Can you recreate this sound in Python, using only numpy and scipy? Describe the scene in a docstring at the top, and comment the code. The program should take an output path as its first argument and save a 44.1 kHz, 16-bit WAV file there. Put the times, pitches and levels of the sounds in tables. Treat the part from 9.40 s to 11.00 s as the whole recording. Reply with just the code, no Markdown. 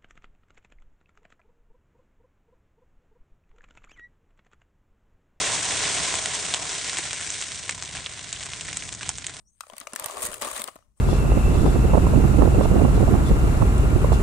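"""A stiff plastic pet-food bag is handled close up, outdoors, over a faint insect buzz and a low rumble.
A small bird chirps once; then the bag is gripped, single creases snap and panels of film pop through.
As it is turned over, swarms of tiny creases crackle, dry pellets slide and the filled bag thuds softly.
It is laid down on concrete and the crackle dies away, leaving the insects and a faint high whir."""
import sys
import numpy as np
from scipy import signal
from scipy.fft import rfft, irfft
from scipy.io import wavfile

SR = 44100
rng = np.random.default_rng(int(sys.argv[2]) if len(sys.argv) > 2 else 0)


def bounce(signal):
    """Save signal as a 16-bit WAV file at the path given by the first command-line argument."""
    frames = np.transpose(np.atleast_2d(signal))
    limited = np.clip(frames, -1, 1)
    pcm = np.round(limited * 32767).astype(np.int16)
    wavfile.write(sys.argv[1], SR, pcm)


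N = 70560


def undb(db):
    """Decibels to gain."""
    return 10 ** (np.asarray(db) / 20)


def unit(x):
    """Scale to rms 1."""
    return x / np.sqrt(np.mean(x ** 2))


def curve(table, column=1):
    """Automation lane: one column of a table, joined by straight lines in time."""
    rows = np.array(table, float)
    return np.interp(np.arange(N) / SR, rows[:, 0], rows[:, column])


def butter(x, hz, kind, order=3):
    """Butterworth filter."""
    return signal.sosfilt(signal.butter(order, hz, kind, fs=SR, output="sos"), x)


def eq(x, points, size=2048):
    """Minimum-phase EQ through (freq_hz, gain_db) points."""
    hz, db = np.array(points, float).T
    bins_hz = np.maximum(np.fft.rfftfreq(size, 1 / SR), 1)
    gain = undb(np.interp(np.log(bins_hz), np.log(hz), db))
    cepstrum = irfft(np.log(gain))
    cepstrum[1:size // 2] *= 2
    cepstrum[size // 2 + 1:] = 0
    impulse = irfft(np.exp(rfft(cepstrum)))
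    return signal.fftconvolve(x, impulse[None], axes=1)[:, :x.shape[1]]


def stereo_noise(size, correlation):
    """White noise, partly shared by left and right."""
    shared = rng.standard_normal(size)
    return np.sqrt(correlation) * shared + np.sqrt(1 - correlation) * rng.standard_normal((2, size))


def pan(db):
    """Constant-power gains for a pan given as left minus right in dB."""
    gains = undb(np.array([db, -db]) / 2).reshape(2, -1)
    return gains / np.sqrt(np.mean(gains ** 2, axis=0))


def add(out, start_s, sound):
    """Mix a sound in at a time."""
    i = max(int(start_s * SR), 0)
    out[:, i:i + sound.shape[1]] += sound[:, :max(N - i, 0)]


def reverb(x, t60_s, predelay_s):
    """Diffuse reflections of unit energy."""
    t = np.arange(SR // 2) / SR
    tail = rng.standard_normal((2, len(t))) * np.exp(-np.log(1000) * t / t60_s) * (t > predelay_s)
    return signal.fftconvolve(x, unit(tail) / np.sqrt(len(t)), axes=1)[:, :N]


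# Fader ride of the insects: time_s, level_db
INSECT_FADER = [(0, -65.5), (.04, -86), (.08, -73.5), (.2, -71), (1.3, -78.5), (1.45, -93), (1.56, -99),
                (1.575, -62), (1.6, -76.5)]
# Fader ride of the distant whir: time_s, level_db
WHIR_FADER = [(1.2, -120), (1.3, -92.5), (1.41, -74), (1.46, -87), (1.54, -95.5), (1.6, -77)]
# Tone of the distant rumble: freq_hz, gain_db
RUMBLE_EQ = [(25, 3.5), (100, -8.5), (220, -6), (450, -23), (700, -37.5), (1200, -38), (2500, -50.5),
             (8000, -30), (15000, -41.5)]


def ambience():
    """The outdoor bed: a narrow insect buzz and a faint high whir over a distant rumble."""
    buzz = unit(butter(stereo_noise(N, 0.31), [7950, 9040], "bandpass", order=4))
    buzz *= undb(curve(INSECT_FADER))
    whir = unit(butter(stereo_noise(N, 0.2), [5400, 6500], "bandpass")) * undb(curve(WHIR_FADER))
    rumble = unit(eq(stereo_noise(N, 0.15), RUMBLE_EQ)) * undb(-73)
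    return buzz * pan(23) + whir * pan(5.3) + rumble * pan(6)


# Contour of the bird's call: time_s, pitch_hz, level_db
CHIRP_CONTOUR = [(0, 5230, -120), (.045, 5360, -92), (.064, 5720, -72), (.076, 5800, -66.5),
                 (.084, 6760, -65.5), (.095, 6140, -101), (.118, 6500, -76), (.135, 6300, -74),
                 (.17, 6300, -140)]


def bird(waver=0.014):
    """One thin rising chirp from afar, with its echo; a fast pitch waver makes it slightly hoarse."""
    jitter = unit(butter(rng.standard_normal(N), 600, "lowpass"))
    pitch_hz = curve(CHIRP_CONTOUR) * (1 + waver * jitter)
    tone = np.sqrt(2) * np.sin(2 * np.pi * np.cumsum(pitch_hz) / SR)
    call = (tone * undb(curve(CHIRP_CONTOUR, column=2)))[None]
    return (call + reverb(call, t60_s=0.11, predelay_s=0.0072)) * pan(3.3)


# Fader ride of the moving air: time_s, level_db
AIR_FADER = [(0, -63), (.15, -76), (.5, -70.5), (.72, -70), (.86, -52.5), (1.0, -57.5), (1.15, -62.5),
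             (1.3, -69.5), (1.6, -70.5)]


def air():
    """The swinging bag pushes a low flutter of air at the microphone."""
    flutter = butter(stereo_noise(N, 0.43), 99, "lowpass")
    return unit(butter(flutter, 22, "highpass", order=2)) * undb(curve(AIR_FADER))


# Bumps against the hand or the ground: start_s, pitch_hz, level_db, t60_s
THUD_CUES = [(0.33, 227, -45, 0.052), (0.412, 277, -43, 0.036), (0.533, 245.5, -32, .055),
             (.618, 124, -39, 0.025), (0.656, 115, -43, 0.047), (0.76, 75, -52.5, 0.15),
             (.834, 88.7, -38.5, 0.087), (0.838, 215, -39, 0.05), (0.886, 200, -38, .05),
             (1.021, 231.5, -34.5, 0.073), (1.069, 296.6, -32, 0.036), (1.126, 55, -51.5, 0.15),
             (1.193, 226, -42.5, 0.11), (1.28, 243, -48, 0.064), (1.357, 285, -41, 0.024),
             (1.48, 45, -58, 0.2)]


def thuds(size=8000, attack_s=0.00065, blur_mix=0.45):
    """Each bump sounds the bag's low, quickly damped note, blurred by its loose contents."""
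    out, t = np.zeros((2, N)), np.arange(size) / SR
    for start_s, pitch_hz, level_db, t60_s in THUD_CUES:
        note = np.sin(2 * np.pi * pitch_hz * t)
        blur = unit(butter(stereo_noise(size, 0.54), [pitch_hz / 2, pitch_hz * 2], "bandpass", order=2))
        envelope = (1 - np.exp(-t / attack_s)) * np.exp(-np.log(1000) * t / t60_s)
        add(out, start_s, undb(level_db) * envelope * (note + blur_mix * blur))
    return out * pan(9.1)


# Fader ride of the pellets sliding along the tilted bag: time_s, level_db
SLIDE_FADER = [(.6, -120), (.68, -77), (.745, -45.5), (.78, -43), (.86, -42), (.91, -47.5), (.96, -49),
               (1.02, -57.5), (1.1, -120)]
# Hollow resonances of the bag: freq_hz, q, gain_db
CAVITY_MODES = [(417, 7.1, 0.5), (500, 3.75, 3.5), (1046, 5.1, -3)]


def pellets(taps_per_s=1400):
    """Dry pellets tap the wall from inside and ring the hollow of the bag."""
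    taps = (rng.random(N) < taps_per_s / SR) * stereo_noise(N, 0.67)
    taps = butter(taps, 300, "highpass")
    ring = sum(undb(db) * signal.lfilter(*signal.iirpeak(hz, q, fs=SR), taps)
               for hz, q, db in CAVITY_MODES)
    return unit(butter(ring, 1500, "lowpass")) * undb(curve(SLIDE_FADER)) * pan(5.8)


# Hollow pops of the film: start_s, pitch_hz, level_db
POP_CUES = [(0.2089, 1175, -35.5), (0.2379, 1050, -45), (0.4704, 1230, -28), (.4712, 2264, -36.5),
            (0.561, 1774, -33.5), (0.7729, 1060, -33), (1.2839, 1234, -27), (1.425, 1242, -55)]
# Partials of a flipping panel: pitch_ratio, gain_db, decay_s
POP_PARTIALS = [(.5, -20.5, 0.0023), (1, 2, 0.0025), (2.3, -13.5, 0.0057), (3.27, -18, 0.00098)]


def pops(size=1500):
    """Whole panels of film snap through and ring briefly in a few modes."""
    out, t = np.zeros((2, N)), np.arange(size) / SR
    for start_s, pitch_hz, level_db in POP_CUES:
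        ring = sum(undb(gain_db) * np.sin(2 * np.pi * pitch_hz * ratio * t) * np.exp(-t / decay_s)
                   for ratio, gain_db, decay_s in POP_PARTIALS)
        add(out, start_s, undb(level_db) * butter(ring, 506, "highpass", order=4) * pan(15.5))
    return out


# Tone of the stiff film: freq_hz, gain_db
FILM_EQ = [(150, -7.5), (300, -3.5), (450, -3), (620, 6), (820, -3.5), (1150, 4.5), (1550, -6.5),
           (2400, -6), (4000, -8), (5400, -12), (7000, -3), (8800, 4.5), (10500, -3.5), (12500, -8.5),
           (15500, -12)]


def crease(decay_scale, low_cut_hz, size=1200, crack_s=0.00016, burst_s=0.005):
    """One crease buckles: a crack and a short ring of film, as body, mid and treble of equal energy."""
    t = np.arange(size) / SR
    bands = [(1390, "lowpass"), ([1390, 5940], "bandpass"), (5940, "highpass")]
    decays_s, correlations = [0.0036, 0.0026, 0.0019], [0.6, 0.19, 0.15]
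    lag = int(0.00007 * SR * rng.standard_normal())  # samples between left and right
    own_eq = np.column_stack([np.geomspace(700, 16000, 26), 4.5 * rng.standard_normal(26)])
    crack = 1 + 1.3 * t / crack_s * np.exp(-t / crack_s)
    parts = []
    for (hz, kind), decay_s, correlation in zip(bands, decays_s, correlations):
        ring = stereo_noise(size, correlation) * np.exp(-t / (decay_s * decay_scale)) * crack
        ring = np.array([np.roll(ring[0], max(lag, 0)), np.roll(ring[1], max(-lag, 0))])
        ring = butter(ring, low_cut_hz, "highpass", order=4)
        ring = eq(eq(ring, FILM_EQ), own_eq)
        parts.append([unit(side) for side in butter(ring, hz, kind)])
    return np.array(parts) * np.sqrt(burst_s * SR / size)  # as much energy as burst_s at rms 1


# Three-band fader ride of the fine crackle: time_s, body_db, mid_db, treble_db
CRINKLE_FADERS = [(.015, -80.5, -79.5, -76.5), (.05, -88, -102, -94), (.19, -91.5, -77, -75),
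                  (.23, -84, -71, -62.5), (.31, -59, -61, -61), (.39, -68, -56, -64),
                  (.415, -50, -46.5, -63), (.45, -57.5, -65, -59.5), (.51, -59.5, -58, -59),
                  (.575, -53, -50, -69), (.615, -40, -44, -50), (.73, -47, -44.5, -46.5),
                  (.78, -37.5, -42, -42.5), (.812, -44, -42.5, -36.5), (.825, -48, -38, -33.5),
                  (.87, -41, -37, -29), (.882, -44.5, -43, -46), (.93, -44.5, -43.5, -39),
                  (1.005, -55, -54, -52), (1.022, -35, -34, -40), (1.075, -38.5, -41, -38),
                  (1.135, -44.5, -41, -39.5), (1.19, -39.5, -34.5, -35), (1.228, -42, -47, -42.5),
                  (1.258, -49, -55.5, -54.5), (1.288, -43, -41.5, -49.5), (1.3, -60, -61, -57.5),
                  (1.345, -67.5, -65, -64.5), (1.4, -79.5, -74, -77), (1.47, -80, -85.5, -84.5),
                  (1.555, -91.5, -91, -88.5), (1.575, -76, -78.5, -71)]
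# Pan ride of the fine crackle: time_s, pan_db
CRINKLE_PAN = [(.3, 5), (.65, 1), (.78, 4), (.85, 1.5), (.94, 4), (1.03, 3.5), (1.3, 5)]


def crinkling(voices=32, clicks_per_s=2000, spread_db=6.2):
    """As the film flexes, many small creases click at random, each with a resonance of its own."""
    bands = np.zeros((3, 2, N))
    for _ in range(voices):
        triggers = rng.random(N) < clicks_per_s / voices / SR
        strength = undb(spread_db * np.minimum(rng.standard_normal(N), 1.8)) * rng.choice([-1, 1], N)
        click = crease(decay_scale=0.99, low_cut_hz=260) * pan(3 * rng.standard_normal())
        resonance_hz = 3660 * 2 ** (1.4 * rng.uniform(-1.003, 1))
        click += undb(5.5) * signal.lfilter(*signal.iirpeak(resonance_hz, Q=23, fs=SR), click)
        bands += signal.oaconvolve((triggers * strength)[None, None], click, axes=2)[..., :N]
    crackle = sum(unit(band) * undb(curve(CRINKLE_FADERS, column=k + 1)) for k, band in enumerate(bands))
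    return crackle * pan(curve(CRINKLE_PAN))


# Snaps of single creases: start_s, body_db, mid_db, treble_db, pan_db
SNAP_CUES = [(0.2073, -44, -32, -37, 6.5), (0.232, -74, -74, -60, -6), (0.2355, -45, -74, -70, -9),
             (0.268, -52, -54, -66, 1.5), (0.2988, -42.5, -45, -48.5, 9), (0.3214, -46.5, -72, -72, 2),
             (0.3343, -41.5, -46.5, -66, 13), (0.3668, -52.5, -49, -46, -1), (0.3814, -72, -42.5, -35, 6),
             (0.4011, -64, -50, -37, 27), (0.4129, -43.5, -42, -54.5, 5),
             (0.4715, -40.5, -37.5, -42.5, 3.5), (0.5241, -47.5, -49, -66, 6),
             (.5341, -39.5, -38, -34.5, -0.5), (0.552, -54, -59, -43, 16), (0.5604, -47, -29.5, -29, 8),
             (0.5973, -40.5, -37, -29, 7), (0.6423, -65, -33.5, -30, 26), (.6598, -36, -33.5, -26, -4),
             (0.6843, -39, -39.5, -46.5, 3.5), (0.6973, -34.5, -56, -53, 6),
             (0.71, -40.5, -39.5, -39.5, 14.5), (0.7694, -30.5, -47.5, -50, 33.5),
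             (0.8215, -37, -40, -28, 6), (0.8296, -40, -54.5, -27, 3), (.8366, -40.5, -44.5, -36, 13.5),
             (0.8523, -44, -50, -28.5, -1), (0.8689, -45, -41, -33, 33.5), (0.9311, -51.5, -38, -42, 32.5),
             (0.9415, -41, -36.5, -36, 10.5), (0.9434, -42, -42, -36.5, 9.5),
             (1.0142, -41.5, -38.5, -33, 4.5), (1.0209, -33.5, -43, -28.5, 6.5),
             (1.0315, -43.5, -44.5, -42, 16.5), (1.0787, -32, -48.5, -44, 32),
             (1.1135, -37.5, -51.5, -34, 20), (1.163, -38.5, -34.5, -38, 9.5),
             (1.186, -41.5, -42.5, -47.5, 14), (1.2181, -43.5, -32, -27.5, 3.5),
             (1.2403, -44, -36, -27.5, 12.5), (1.2762, -43, -37.5, -38.5, 1), (1.2844, -35, -54.5, -47, 6),
             (1.357, -45.5, -54.5, -49, 3), (1.3625, -47.5, -54.5, -62, 6), (1.3882, -57, -71, -70.5, 12.5)]


def snaps():
    """The big creases give way one at a time."""
    out = np.zeros((2, N))
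    for start_s, *bands_db, pan_db in SNAP_CUES:
        bands = crease(decay_scale=1, low_cut_hz=464)
        add(out, start_s, np.tensordot(undb(bands_db), bands, 1) * pan(pan_db))
    return out


def scene():
    """The mix: the bag up front, its weak reflections from the yard, and the surroundings."""
    bag = snaps() + pops() + crinkling() + pellets() + thuds()
    yard = undb(-17) * reverb(bag, t60_s=0.29, predelay_s=0.0068)
    return bag + yard + air() + bird() + ambience()


def record(dry):
    """A steep high cut on the whole mix."""
    return signal.sosfilt(signal.ellip(8, 0.2, 70, 15600, fs=SR, output="sos"), dry)


dry = scene()
out = record(dry)
bounce(out)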